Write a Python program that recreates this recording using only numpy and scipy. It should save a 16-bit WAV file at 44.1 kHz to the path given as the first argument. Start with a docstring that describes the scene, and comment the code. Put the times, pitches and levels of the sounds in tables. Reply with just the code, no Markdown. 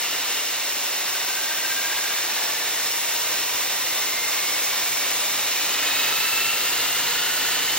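"""A roar of air and a bright hiss, with a throbbing whine that climbs ever faster.
Compressed air spins up a disc turbine driving two generators on a workshop floor. The exhaust roars
through the casing and the nozzle hisses; the generators' cogging sweeps through the frame's resonances,
swelling once a turn over a faint shaft hum. A casing flutter dies away as the speed builds, one light
knock passes, and near the end the air changes colour as the listener moves in closer."""
import sys
import numpy as np
from scipy import signal
from scipy.fft import rfft, irfft, next_fast_len
from scipy.io import wavfile
from scipy.ndimage import uniform_filter1d

SR = 44100
rng = np.random.default_rng(int(sys.argv[2]) if len(sys.argv) > 2 else 0)


def log_audio(samples):
    """Write samples as a 16-bit WAV file to the path given in sys.argv[1]."""
    # one column per channel
    frames = np.atleast_2d(samples).T
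    # limit to full scale, then quantise
    limited = np.clip(frames, -1, 1)
    pcm = np.round(limited * 32767).astype(np.int16)
    wavfile.write(sys.argv[1], SR, pcm)


N = 343098
TIME = np.arange(N) / SR
FFT_SIZE = next_fast_len(N)
FREQ = np.fft.rfftfreq(FFT_SIZE, 1 / SR)
THROB_LEAD_TURNS = .37  # whine and flutter swell at the same point of each turn

# Level rides on the air as the listener drifts around the casing.
# Each row: time in seconds, roar gain in dB, gain of the top of the hiss in dB.
DRIFT_LEVELS = [(0, 1.2, -.3), (.6, 1, -.6), (1, .3, 0), (2.6, 0, 0), (3.4, -.4, .5), (5, -.3, .5),
                (5.55, .2, 0), (5.8, .6, -1.5), (6.2, 1, 1.3), (6.65, -.4, -.3), (7, -.2, -.4),
                (7.4, 0, -1.6)]


def undb(db):
    """Decibels to gain."""
    return 10 ** (np.asarray(db) / 20)


def over_freq(points):
    """A curve through points joined on a log-frequency axis."""
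    hz, value = np.transpose(points)
    return np.interp(np.log(FREQ + 1), np.log(hz), value)


def bell(centre_hz, width_hz):
    """Power response of one resonance, 1 at its centre."""
    return 1 / (1 + (2 * (FREQ - centre_hz) / width_hz) ** 2)


def wander(rate_hz):
    """Smooth random drift with a spread of 1: held values, slewed twice."""
    hold = max(int(SR / rate_hz), 1)
    steps = np.repeat(rng.standard_normal(N // hold + 1), hold)
    drift = uniform_filter1d(uniform_filter1d(steps, hold), hold)[:N]
    return drift / drift.std()


def shaft_speed():
    """Turns per second of the accelerating rotor."""
    # The spin-up. Each row: time in seconds, speed in turns per second.
    spin_up = [(0, 11.7), (1.2, 13.68), (1.8, 14.82), (2.4, 15.91), (3.1, 17.3), (4.2, 19.46), (4.5, 20.17),
               (4.95, 21.09), (5.5, 22.4), (6, 23.67), (6.45, 24.85), (6.8, 25.74), (7.78, 28.42)]
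    return np.interp(TIME, *np.transpose(spin_up))


def speed_gain_db(speed, start_db, doubling_db):
    """A gain that changes by the same step with each doubling of the rotor's speed."""
    return start_db + doubling_db * np.log2(speed / speed[0])


def throb(turns, depth, lead_turns=.45):
    """The slightly eccentric rotor swells the sound once a turn."""
    return 1 + depth * np.cos(2 * np.pi * (turns + lead_turns))


def nearness(initial=.25):
    """How close the listener is, from 0 afar to 1 close by; each move eases in and out."""
    # A small move back, then one in. Each row: start in seconds, length in seconds, change of nearness.
    moves = [(0, 0.74, -0.25), (5.3, 0.82, 1.0)]
    near = initial
    for start, length, change in moves:
        progress = np.clip((TIME - start) / length, 0, 1)
        near = near + change * np.sin(np.pi / 2 * progress) ** 2
    return np.clip(near, 0, 1)


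def to_stereo(spectrum):
    """One wave reaches left and right with a phase difference."""
    # Each row: frequency in Hz, lead of the left side over the right in radians.
    left_lead = [(0, 0), (750, -.65), (1400, .1), (4000, .8), (5000, 1.7), (6000, 1.8), (8000, 3.1),
                 (12000, 3.2), (16000, 5.9)]
    half_lead = np.exp(.5j * np.interp(FREQ, *np.transpose(left_lead)))
    return spectrum * np.array([half_lead, 1 / half_lead])


def turbulence(tone_curve):
    """Rushing air: a direct wave plus room scatter, its casing colour shifting as the listener nears."""
    # The direct part of the air noise. Each row: frequency in Hz, share of power common to both sides.
    direct_share = [(60, .995), (400, .94), (1000, .7), (1800, .88), (3000, .7), (4800, .55), (7000, .82),
                    (8300, .995), (11800, .995), (13500, .7), (16000, .65)]
    # Resonances and notches of the casing and the floor beneath.
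    # Each row: centre in Hz, width in Hz, lift from afar in dB, lift close by in dB.
    casing_bands = [(284, 62, 4.7, 6.4), (324, 24, .7, -1.5), (383, 32, 2.5, 3), (440, 35, -2, 0),
                    (499, 28, 2.9, 1.3), (575, 125, -1, -2.3), (689, 110, 1.5, -.2), (785, 50, -1.5, -1.5),
                    (1009, 216, 2.6, 1.7), (1090, 104, -4.5, -2.3), (1177, 109, 1.8, -2.5),
                    (1322, 155, -2.8, 1), (1594, 64, 4, -1.4), (1627, 144, -4.7, -1.8),
                    (1775, 140, .3, 3.3), (1893, 92, 2.5, 1.2), (2113, 115, 1.2, 2.4), (2293, 91, 1.8, -1),
                    (2492, 65, -1.5, .1), (2541, 72, 1.8, -1.1), (2820, 170, 2.2, 3.6),
                    (3040, 151, .3, 3.6), (3242, 242, -3, -2.3), (3589, 220, 2.4, 1.8),
                    (3952, 161, .3, 1.4), (4271, 83, 1.5, 2.3), (4453, 142, -2.7, -1),
                    (4783, 281, 1.1, 2.5), (5060, 413, -3, -2.1), (5410, 220, 7.3, 1.5),
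                    (5926, 359, 1.1, -2.1), (6045, 69, .7, 2.7), (7428, 290, .9, 2.3),
                    (8240, 150, 1.1, 1.3), (13226, 300, 1.3, -1.2), (14423, 870, -.3, 3.3)]
    common, left, right = rfft(rng.standard_normal((3, FFT_SIZE)))
    share = over_freq(direct_share)
    air = np.sqrt(share) * to_stereo(common) + np.sqrt(1 - share) * np.array([left, right])
    air = air * undb(over_freq(tone_curve)) * np.sqrt(SR / 2)
    far_db = sum(db * bell(hz, width) for hz, width, db, _ in casing_bands)
    close_db = sum(db * bell(hz, width) for hz, width, _, db in casing_bands)
    far, close = (irfft(air * undb(db))[:, :N] for db in (far_db, close_db))
    near = nearness()
    return (1 - near) * far + near * close


def bounces(sound, count=8, echo_db=-25, shortest_ms=1.5, longest_ms=10, sway_ms=.4):
    """Floor and plates return weak copies whose delays sway with the listener: a hollow, moving colour."""
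    mix = sound
    for lag_ms in rng.uniform(shortest_ms, longest_ms, count):
        delay_s = (lag_ms + sway_ms * wander(.7)) / 1000
        echo = np.array([np.interp(TIME - delay_s, TIME, side, left=0) for side in sound])
        mix = mix + undb(echo_db) * echo
    return mix / np.sqrt(1 + count * undb(echo_db) ** 2)


def exhaust_roar(turns, speed, waver_db=.49, pan_right_db=.7):
    """Spent air roars out of the casing, a little to the right, pulsing with the rotor."""
    # The roar's broad tone curve. Each row: frequency in Hz, relative noise density in dB.
    roar_curve = [(30, -120), (48, -99), (100, -84.5), (200, -81.5), (300, -77), (450, -69.5), (800, -67.5),
                  (1300, -66), (2000, -65), (3000, -65), (4200, -65), (5200, -68.5), (7000, -74),
                  (10000, -117)]
    seconds, drift_db, _ = np.transpose(DRIFT_LEVELS)
    level_db = speed_gain_db(speed, start_db=-.85, doubling_db=2.79)
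    level_db += np.interp(TIME, seconds, drift_db) + waver_db * wander(20)
    pan_db = np.array([[-pan_right_db], [pan_right_db]]) / 2
    return bounces(turbulence(roar_curve)) * undb(level_db + pan_db) * throb(turns, depth=.053)


def nozzle_hiss(turns, speed, waver_db=.4, top_hz=9000):
    """The jet's hiss wavers with the air supply; its top comes and goes as the listener moves."""
    # The jet's bright tone curve. Each row: frequency in Hz, relative noise density in dB.
    hiss_curve = [(3000, -88), (5500, -69), (7500, -63.5), (9000, -65), (10600, -70), (12300, -69.5),
                  (13300, -67.5), (14400, -68), (16000, -70.5)]
    seconds, _, top_db = np.transpose(DRIFT_LEVELS)
    jet = turbulence(hiss_curve)
    top = signal.sosfiltfilt(signal.butter(4, top_hz, "highpass", fs=SR, output="sos"), jet)
    top_gain = undb(np.interp(TIME, seconds, top_db))
    jet = jet + (top_gain - 1) * top
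    level_db = speed_gain_db(speed, start_db=-1.3, doubling_db=2.2) + waver_db * wander(20)
    return jet * undb(level_db) * throb(turns, depth=.03)


def frame_ring(force, modes):
    """The frame rings wherever the driving force meets one of the given modes."""
    power = sum((undb(db) * bell(hz, width)) ** 2 for hz, width, db in modes)
    ringing = rfft(force, FFT_SIZE) * np.sqrt(power)
    return irfft(to_stereo(ringing))[:, :N]


def workshop(sound, t60_s=.2, wet_db=-18):
    """Direct sound and a faint, decaying scatter from the walls."""
    age = TIME[:SR // 2]
    tail = rng.standard_normal((2, len(age))) * undb(-60 * age / t60_s)
    tail /= np.sqrt(np.sum(tail ** 2, axis=1, keepdims=True))
    return sound + undb(wet_db) * signal.fftconvolve(sound, tail, axes=1)[:, :N]


def generator_whine(turns, speed, gain_db=1.3, unevenness=.6, swing_rad=.3, jitter_rad=.3, gap_points=20):
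    """Magnets pass the stator teeth; each harmonic sings out as it crosses one of its frame modes."""
    # Frame modes, driven by the cogging (54 times a turn), its harmonics or other shaft multiples.
    # Each row: driving multiple of the shaft speed, centre in Hz, width in Hz, relative level in dB.
    frame_modes = [(54, 755, 35, -50), (54, 865, 38, -45), (54, 955, 55, -47), (54, 1015, 55, -46.5),
                   (54, 1185, 50, -50), (54, 1330, 75, -39.5), (54, 1465, 70, -42), (53, 1450, 65, -43),
                   (65, 1810, 70, -45), (108, 1510, 70, -49), (112, 1580, 80, -46), (108, 1602, 66, -34.8),
                   (104, 1600, 80, -45.5), (108, 1760, 110, -43), (108, 1885, 50, -49),
                   (108, 2105, 48, -36), (108, 2160, 65, -38.5), (108, 2285, 75, -39.5),
                   (110, 2285, 60, -44.5), (108, 2440, 110, -43), (108, 2565, 140, -35.5),
                   (108, 2675, 100, -31), (108, 2825, 115, -36), (106, 2950, 100, -43),
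                   (108, 3040, 110, -37.5), (99, 2710, 90, -41), (162, 2810, 120, -45),
                   (162, 3560, 130, -44), (174, 3900, 160, -42), (130, 2980, 220, -42),
                   (161, 3810, 140, -38.5), (162, 3970, 90, -43.5), (162, 4320, 150, -48)]
    angle = 2 * np.pi * (turns + THROB_LEAD_TURNS)
    # up to 15 turns a second the frame shakes fully and chops the whine into chirps; then it smooths out
    shake = np.minimum(15 / speed, 1)
    drive = throb(turns, depth=shake ** 1.1, lead_turns=THROB_LEAD_TURNS)
    around_rotor = np.arange(gap_points) / gap_points
    whine = 0
    for multiple in sorted({row[0] for row in frame_modes}):
        # the gap to the teeth is uneven around the rotor, in the same way on every turn
        bumps = (rng.standard_normal(gap_points) + 1j * rng.standard_normal(gap_points)) / np.sqrt(2)
        gap = np.interp(turns % 1, around_rotor, bumps - bumps.mean(), period=1)
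        phase = multiple * angle + swing_rad * np.sin(angle) + jitter_rad * shake * wander(200)
        force = drive * np.real((1 + unevenness * shake * gap) * np.exp(1j * phase))
        driven_modes = [row[1:] for row in frame_modes if row[0] == multiple]
        whine = whine + np.sqrt(2) * frame_ring(force, driven_modes)
    return workshop(undb(gain_db) * whine)


def shaft_hum(turns, speed, growth=2.2, waver_db=1.0, rumble_db=-61, rumble_hz=(70, 160)):
    """The rotor hums and rumbles in its bearings, growing with speed."""
    # Hum partials. Each row: multiple of the shaft speed, level in dB at 24 turns a second.
    partials = [(2, -89), (4, -65), (6, -60), (8, -67), (10, -67)]
    hum = 0
    for multiple, db in partials:
        amplitude = np.sqrt(2) * undb(db + waver_db * wander(5))
        hum = hum + amplitude * np.sin(2 * np.pi * (multiple * turns + rng.random()))
    low_band = signal.butter(2, rumble_hz, "bandpass", fs=SR, output="sos")
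    rumble = signal.sosfilt(low_band, rng.standard_normal(N))
    return (hum + undb(rumble_db) * rumble / rumble.std()) * (speed / 24) ** growth


def casing_flutter(turns, speed, centre_hz=2830, width_hz=380):
    """The slow rotor shakes a casing resonance once a turn; it dies away as the shaft gains speed."""
    band = rfft(rng.standard_normal(FFT_SIZE)) * bell(centre_hz, width_hz)
    ring = irfft(to_stereo(band))[:, :N]
    level_db = speed_gain_db(speed, start_db=-37, doubling_db=-32)
    return ring / ring.std() * undb(level_db) * throb(turns, depth=.6, lead_turns=THROB_LEAD_TURNS)


def knock(start_s=2.398, pitch_hz=370, level_db=-35, t60_s=.025):
    """One light knock right by the listener: a damped tone pushing left and right in opposite ways."""
    age = np.maximum(TIME - start_s, 0)
    envelope = undb(level_db - 60 * age / t60_s)
    return envelope * np.sin(2 * np.pi * pitch_hz * age) * np.array([[1], [-1]])


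def scene():
    """The shaft's speed drives the rush of air, the whine, the hum and the flutter; one knock joins."""
    speed = shaft_speed()
    turns = np.cumsum(speed) / SR
    air = exhaust_roar(turns, speed) + nozzle_hiss(turns, speed)
    machine = generator_whine(turns, speed) + shaft_hum(turns, speed) + casing_flutter(turns, speed)
    return air + machine + knock()


def record(dry):
    """A steep low-pass cuts the very top of the hiss."""
    top_cut = signal.ellip(12, rp=.1, rs=90, Wn=15800, fs=SR, output="sos")
    return signal.sosfilt(top_cut, dry)


dry = scene()
out = record(dry)
log_audio(out)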